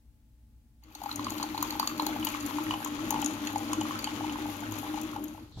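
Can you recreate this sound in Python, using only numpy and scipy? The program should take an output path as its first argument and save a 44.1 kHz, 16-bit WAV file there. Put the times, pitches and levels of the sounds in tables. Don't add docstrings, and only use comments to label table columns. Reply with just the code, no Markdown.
import sys
import numpy as np
from scipy import signal
from scipy.fft import rfft, irfft
from scipy.io import wavfile
from scipy.ndimage import uniform_filter1d

SR = 44100
rng = np.random.default_rng(int(sys.argv[2]) if len(sys.argv) > 2 else 0)


def write(x):
    x = np.atleast_2d(x).T
    wavfile.write(sys.argv[1], SR, np.round(np.clip(x, -1, 1) * 32767).astype(np.int16))


N = 246959
T = np.arange(N) / SR

# pitch_hz, relative_level_db (per Hz)
KITCHEN_SPECTRUM = [(20, -38), (33, -15), (48, -8.5), (62, -6), (80, -16.5), (112, -12), (165, -28.5),
                    (238, -17), (300, -39.5), (400, -39), (750, -44.5), (1100, -49.5), (6000, -54),
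                    (16000, -53)]
# pitch_hz, level_db
KITCHEN_HUM = [(59.4, -63), (296.5, -77.5), (855, -90.5)]
KITCHEN_NOISE_DB, KITCHEN_T60_S = -59.5, .31
# pitch_hz, relative_level_db (per Hz)
OPEN_AIR_SPECTRUM = [(20, -32), (50, -27), (90, 7), (200, -13), (400, -20), (1000, -30), (2600, -42),
                     (4000, -28.5), (8000, -40.5), (16000, -73)]
# time_s, level_db
OPEN_AIR_SWELL = [(4.9, -100), (5.2, -57), (5.51, -55.5), (5.565, -49.5), (5.6, -38.5)]

# time_s, relative_level_db
PUMP_LEVEL = [(0.87, -57.5), (1.14, -49), (1.18, -40), (2.34, -39), (2.36, -45.5), (2.48, -40),
              (2.98, -38.5), (3.29, -35.5), (3.33, -36.5), (4.06, -38.5), (4.11, -45.5), (4.15, -37),
              (5.19, -40.5), (5.43, -51), (5.54, -68)]
# pitch_hz, width_hz (before scaling in pump), relative_level_db
CASING_RESONANCES = [(52.3, 20, -16), (104, 7, -3), (147.3, 10, -11), (212, 23, -7), (239, 19, -2.5),
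                     (293, 41, -4.5), (306.3, 3.8, 5.5), (373.7, 23.4, -11.5), (492.4, 48, -18.5),
                     (604.4, 49, -14)]
STROKES_PER_S, STROKE_DB = 10.3, 1.5
FLUTTER_STEPS_PER_S, FLUTTER_DB = 8.834, 2.9

# time_s, flow_db (relative), fine_spray_db (relative to the flow)
POUR_FLOW = [(0.84, -73, -11), (0.89, -68.5, -1), (1.02, -58.5, 1), (1.17, -52.5, 1), (1.26, -50, -3),
             (1.4, -49.5, -0.5), (1.93, -48.5, -1.5), (2.38, -47, -0.5), (2.73, -48, -3.5), (3.81, -47, -7),
             (4.9, -49, -1.5), (5.16, -53.5, -4.5), (5.35, -60, 0.5), (5.52, -70.5, -4)]
# pitch_hz, relative_level_db
SPLASH_SPECTRUM = [(430, -11), (680, -9.5), (860, 0.5), (1250, -0.5), (1650, -9), (2300, -5.5), (3200, -5),
                   (4500, -12), (5200, -15), (6800, -9), (7700, -20), (8800, -26.5), (9700, -18.5),
                   (16000, -24)]
# start_s, relative_peak_db, treble_db (relative), low_ring_db (relative)
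LOUD_DROPS = [(0.8365, -47.5, -3, -6), (0.9502, -34.5, -14, -11), (1.035, -33.5, -7, -18),
              (1.1583, -26, -17, -34), (1.244, -29, -29, -8), (1.3039, -26.5, -15, -14),
              (1.3812, -31, -16, -9), (1.4281, -22.5, -15, -10), (1.577, -28, -3, -6),
              (1.6258, -18.5, -2.5, -23), (1.706, -24.5, -6, -6), (1.7965, -20.5, -5.5, -7),
              (1.8736, -19, -16, -6.5), (2.0216, -30, -4, -18), (2.0646, -20.5, -2.5, -25),
              (2.248, -17, 7, -10), (2.269, -25, -19, -4), (2.2882, -28, -11, -16), (2.4624, -26, -7, -20),
              (2.8464, -24, -11, -29), (3.1057, -14, -7, -14.5), (3.2168, -24.5, -13, -20),
              (3.245, -22, -29, -28), (3.26, -19, -24, -17.5), (3.471, -25, -18, 0),
              (3.5816, -29.5, -24, -17), (3.7313, -23.5, -21, -18), (3.8092, -29.5, -34, -30),
              (3.9903, -29.5, -5, -1), (4.0423, -21.5, -18, -1), (4.7212, -29.5, -8, -29),
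              (4.7865, -29, -10, -22), (5.014, -30.5, -12, -32), (5.24, -29, -1, -32)]
# pitch_hz, t60_s, relative_level_db
MUG_MODES = [(2630, 0.055, -3.5), (3102, 0.065, -8.5), (4083, 0.017, 9), (4480, 0.024, 15),
             (6460, 0.088, -11), (6656, 0.018, 4), (6983, 0.037, -3), (6930, 0.0067, -6),
             (9910, 0.0057, 13.5), (10550, 0.0051, 7), (11870, 0.03, -8.5), (12310, 0.013, 2.5),
             (12100, 0.0065, -10), (15000, 0.0035, -24)]
# start_s, relative_peak_db, pitch_hz (nominal), upper_ring_db (relative)
AIR_GULPS = [(0.954, -43.5, 820, -12), (1.017, -32.5, 790, -26), (1.038, -34.5, 890, -29),
             (1.06, -27.5, 880, -31), (1.092, -33, 1320, -13), (1.113, -39, 910, 8.5),
             (1.194, -28, 1035, -14), (1.268, -25.5, 1100, -18), (1.399, -30.5, 920, -12),
             (1.427, -28, 1070, -18), (1.439, -29, 840, -17), (1.546, -29.5, 856, -12),
             (1.578, -28, 977, -8), (1.627, -22, 1040, -14), (1.753, -30.5, 886, -24),
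             (1.798, -20.5, 951, -18), (1.829, -23.5, 1114, -19), (1.875, -34, 1210, -3),
             (1.997, -20, 967, -8), (2.022, -31, 837, -17), (2.066, -28.5, 866, -1),
             (2.091, -32.5, 760, -27), (2.227, -36.5, 1010, 3.5), (2.27, -27, 966, -1.5),
             (2.348, -28.5, 1170, -18), (2.585, -24.5, 965, -20), (2.708, -25, 1010, -3.5),
             (2.738, -26.5, 1030, -7), (2.861, -28, 1020, -26), (3.107, -26.5, 910, -17),
             (3.125, -25.5, 886, -30), (3.143, -24, 964, -33), (3.16, -27.5, 874, -17),
             (3.225, -27.5, 860, -6), (3.559, -21, 850, -38), (3.731, -25, 1070, -11.5),
             (3.813, -27.5, 850, -4.5), (3.909, -27, 1110, -18), (4.073, -29, 846, -5.5),
             (4.244, -28, 900, -16), (4.295, -35.5, 926, 0.5), (4.357, -31, 980, -22),
             (4.942, -31.5, 837, -14), (4.975, -30, 860, -26), (5.162, -29.5, 870, -40),
             (5.379, -41.5, 935, -33)]
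# time_s, pitch_hz (nominal)
UPPER_RING_PITCH = [(2.07, 4150), (2.22, 2966)]
# pitch_hz, gain_db
RIGHT_MIC_SHADE = [(500, -13), (860, -7.5), (1500, 2.5), (3000, -5.5), (4600, 0.5), (5700, -10.5),
                   (6900, -22), (8500, -10), (10400, -14), (12600, -30.5), (16000, -33)]


def undb(db):
    return 10 ** (np.asarray(db) / 20)


def unit(x):
    return x / np.sqrt(np.mean(x ** 2))


def curve(rows, axis=1):
    rows = np.array(rows)
    return np.interp(T, rows[:, 0], rows[:, axis])


def fade(rows):
    inside_s = np.minimum(T - rows[0][0], rows[-1][0] - T)
    return undb(curve(rows)) * np.clip(inside_s / 0.036 + 1, 0, 1)


def walk(rate):
    k = int(SR / rate)
    steps = np.repeat(rng.standard_normal(N // k + 1), k)
    return unit(uniform_filter1d(uniform_filter1d(steps, k), k)[:N])


def colour(x, points, size=2048):
    hz, db = np.transpose(points)
    log_hz = np.log(np.fft.rfftfreq(size, 1 / SR) + 1)
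    gain = undb(np.interp(log_hz, np.log(hz), db))
    cepstrum = irfft(np.log(gain))
    cepstrum[1:size // 2] *= 2
    cepstrum[size // 2 + 1:] = 0
    return signal.fftconvolve(x, irfft(np.exp(rfft(cepstrum))))[:N]


def resonate(x, hz, width):
    return signal.lfilter(*signal.iirpeak(hz, hz / width, fs=SR), x)


def decay(t, t60):
    return np.exp(-np.log(1000) * t / t60)


def delay(x, seconds):
    return np.roll(x, int(round(seconds * SR)))


def add(track, s, sound):
    i = int(np.clip(s * SR, 0, N - 1))
    track[i:i + len(sound)] += sound[:N - i]


def impacts(rate, spread_db):
    out = np.zeros(N)
    when = np.flatnonzero(rng.random(N) < rate / SR)
    size = rng.standard_exponential(N, dtype=np.float32)[when]
    sign = rng.integers(2, size=N, dtype=np.int8)[when] * 2 - 1
    out[when] = sign * undb(spread_db * np.minimum(size, 5))
    return out


def air(points):
    shared, apart = rng.standard_normal((2, N))
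    side = colour(apart, [(100, -16), (400, -10), (1500, 0)])
    return np.array([unit(colour(shared + sign * side, points, size=8192)) for sign in (1, -1)])


def kitchen():
    hum = sum(undb(db) * unit(np.sin(2 * np.pi * (hz * T + rng.random()))) for hz, db in KITCHEN_HUM)
    left_right = undb(np.array([[.9], [-.9]]))
    return (undb(KITCHEN_NOISE_DB) * air(KITCHEN_SPECTRUM) + hum) * left_right


def outdoors():
    pitch_hz = np.interp(T, [5.52, 5.58], [4150, 3700])
    lowpass = signal.butter(2, 380, fs=SR, output="sos")
    rasp = unit(signal.sosfilt(lowpass, rng.standard_normal((2, N))))
    whistle = np.sin(2 * np.pi * np.cumsum(pitch_hz) / SR)
    twitter = undb(-58.5) * rasp * whistle * np.clip((T - 5.517) / .008, 0, 1)
    thud_noise = colour(rng.standard_normal(N), [(220, 5), (400, -15), (900, -11), (2000, -42)])
    thud = np.sin(2 * np.pi * 105 * T) + 0.52 * unit(thud_noise)
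    bump = np.zeros(N)
    add(bump, 5.571, undb(-32) * thud * decay(T, 0.11) * (1 - np.exp(-T / 0.0023)))
    return air(OPEN_AIR_SPECTRUM) * fade(OPEN_AIR_SWELL) + twitter + bump


def pump():
    steady_level = fade(PUMP_LEVEL)
    stroke_rate = STROKES_PER_S * (1 + .25 * walk(rate=12))
    stroke = np.sin(2 * np.pi * np.cumsum(stroke_rate) / SR)
    flutter = np.minimum(walk(rate=FLUTTER_STEPS_PER_S), 1)
    throbbing_level = steady_level * undb(STROKE_DB * stroke + FLUTTER_DB * flutter)
    knocks = impacts(rate=1500, spread_db=1.63)
    rattle = np.zeros(N)
    for hz, width, db in CASING_RESONANCES:
        shaken = np.roll(knocks, rng.integers(N))
        rattle += undb(db) * resonate(resonate(shaken, hz, width * 0.89), hz, width * 4)
    power = uniform_filter1d(rattle ** 2, int(.12 * SR))
    rattle = rattle / (power + 1e-12) ** .3
    drone_hz = 303 + 4 * walk(rate=16) + 7 * walk(rate=60)
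    drone = unit(np.sin(2 * np.pi * np.cumsum(drone_hz) / SR) * undb(3.4 * walk(rate=73)))
    rattle = unit(rattle) * (0.72 * steady_level + .6 * throbbing_level)
    sound = undb(-0.7) * drone * throbbing_level + undb(-4.5) * rattle
    return np.array([sound, delay(sound, 0.0002)]) * undb(np.array([[1.5], [-1.5]]))


def reflections(x, room_db, room_t60):
    t = np.arange(int(.5 * SR)) / SR
    dull_noise = signal.lfilter([1], [1, -.6], rng.standard_normal(len(t)))
    response = dull_noise * decay(t, room_t60) * (t > .003)
    return undb(room_db) * signal.fftconvolve(x, response / np.linalg.norm(response))[:N]


def splash():
    body_hits = impacts(rate=3200, spread_db=2.5) * undb(1.6 * walk(rate=35))
    body = unit(colour(body_hits, SPLASH_SPECTRUM))
    fizz = impacts(rate=5500, spread_db=4.0) * undb(2.6 * walk(rate=19))
    high, lower = (unit(resonate(resonate(fizz, hz, 1900), hz, 2900)) for hz in (12700, 11600))
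    blend = np.clip((T - 2.1) / 0.56, 0, 1)
    spray = ((1 - blend) * high + undb(-2.5) * blend * lower) * undb(curve(POUR_FLOW, axis=2))
    return (undb(6.5) * body + undb(1.95) * spray) * fade(POUR_FLOW)


def tick(top_db, low_db, s):
    t = np.arange(int(.035 * SR)) / SR
    hz, t60, db = np.transpose(MUG_MODES)[:, :, None]
    detune, weight, phase = rng.standard_normal((3, len(MUG_MODES), 1))
    weaker_db = np.interp(s, np.transpose(UPPER_RING_PITCH)[0], [0, -9]) * (hz > 3600) * (hz < 5200)
    gain = undb(db + weaker_db + 2 * weight + (hz > 10000) * (top_db + 12) + (hz < 5200) * low_db)
    modes = np.sin(2 * np.pi * (hz * (1 + .016 * detune) * t + phase))
    ring = np.sum(gain * decay(t, t60) * modes, axis=0)
    tone = [(700, -14), (3000, low_db + 1.5), (5000, -12.5), (6700, 5.5), (8200, -10.5), (9600, -7.5),
            (12800, top_db + 10), (16000, top_db + 2)]
    crack = colour(rng.standard_normal(len(t)) * decay(t, 0.016), tone, size=512)[:len(t)]
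    sound = (unit(ring) + undb(-1.5) * unit(crack)) * (1 - np.exp(-(t / .0013) ** 2))
    return sound / np.abs(sound).max()


def drops():
    loud, faint = np.zeros(N), np.zeros(N)
    for s, peak_db, top_db, low_db in LOUD_DROPS:
        add(loud, s - .0005, undb(peak_db) * tick(top_db, low_db, s))
    for when, size, top, low in rng.random((200, 4)):
        s = when * N / SR
        add(faint, s, undb(-17 * size ** 0.63) * tick(-3 - 16 * top, -3 - 14 * low, s))
    spray_gain = fade(POUR_FLOW) * undb(curve(POUR_FLOW, axis=2))
    return undb(5.0) * loud + undb(25) * faint * spray_gain


def bubble(hz, cycles, glide):
    t = np.arange(int(.05 * SR)) / SR
    age = t * hz / cycles
    pitch_hz = hz * (1 + glide * (np.minimum(age, 1) - .15))
    ring = np.sin(2 * np.pi * np.cumsum(pitch_hz) / SR)
    ring = ring * decay(age, 1) * (1 - np.exp(-(age / 0.077) ** 2))
    return ring / np.abs(ring).max()


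def noise_burst(hz, width, t60, rise_s):
    t = np.arange(int(.04 * SR)) / SR
    return resonate(rng.standard_normal(len(t)), hz, width) * decay(t, t60) * (1 - np.exp(-t / rise_s))


def bubbles():
    large, small = np.zeros(N), np.zeros(N)
    for s, db, hz, upper_db in AIR_GULPS:
        upper_hz = np.interp(s, *np.transpose(UPPER_RING_PITCH))
        pop = noise_burst(1.33 * hz, 1400, t60=0.023, rise_s=0.0017)
        splat = noise_burst(0.87 * upper_hz, 1060, t60=0.037, rise_s=0.0018)
        add(large, s - .001, undb(db) * bubble(hz, cycles=19 * (hz / 1000) ** 0.19, glide=-0.37))
        add(large, s - .002, undb(db + 1.5) * pop)
        add(large, s - .001, undb(db - 12.5) * tick(top_db=-9, low_db=-10, s=s))
        add(large, s, undb(db + upper_db + 1.5) * bubble(upper_hz, cycles=53, glide=-0.09))
        add(large, s - .001, undb(db + upper_db + 7.5) * splat)
    for when, pitch, size, glide in rng.random((600, 4)):
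        hz = 790 * 6.2 ** (pitch ** 2.1)
        ring = bubble(hz, cycles=17 * (hz / 1000) ** .55, glide=0.29 * (glide - .5))
        add(small, when * N / SR, undb(-23 * size ** .5) * (hz / 1000) ** -.45 * ring)
    return undb(2.5) * large + undb(22.5) * small * fade(POUR_FLOW)


def mug():
    plops = bubbles() + drops()
    wash = splash()
    left = plops + wash
    right = delay(undb(2.1) * plops + 0.15 * wash, 0.00029) + 0.75 * splash()
    left, right = (x + undb(-3) * resonate(x, 827.5, 44) for x in (left, right))
    left = left + reflections(left, room_db=-11.5, room_t60=KITCHEN_T60_S)
    right = right + reflections(right, room_db=-12.0, room_t60=KITCHEN_T60_S)
    return np.array([left, colour(right, RIGHT_MIC_SHADE)])


def scene():
    return pump() + mug() + kitchen() + outdoors()


def record(dry):
    return signal.sosfilt(signal.ellip(8, .2, 70, 15750, fs=SR, output="sos"), dry)


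dry = scene()
out = record(dry)
write(out)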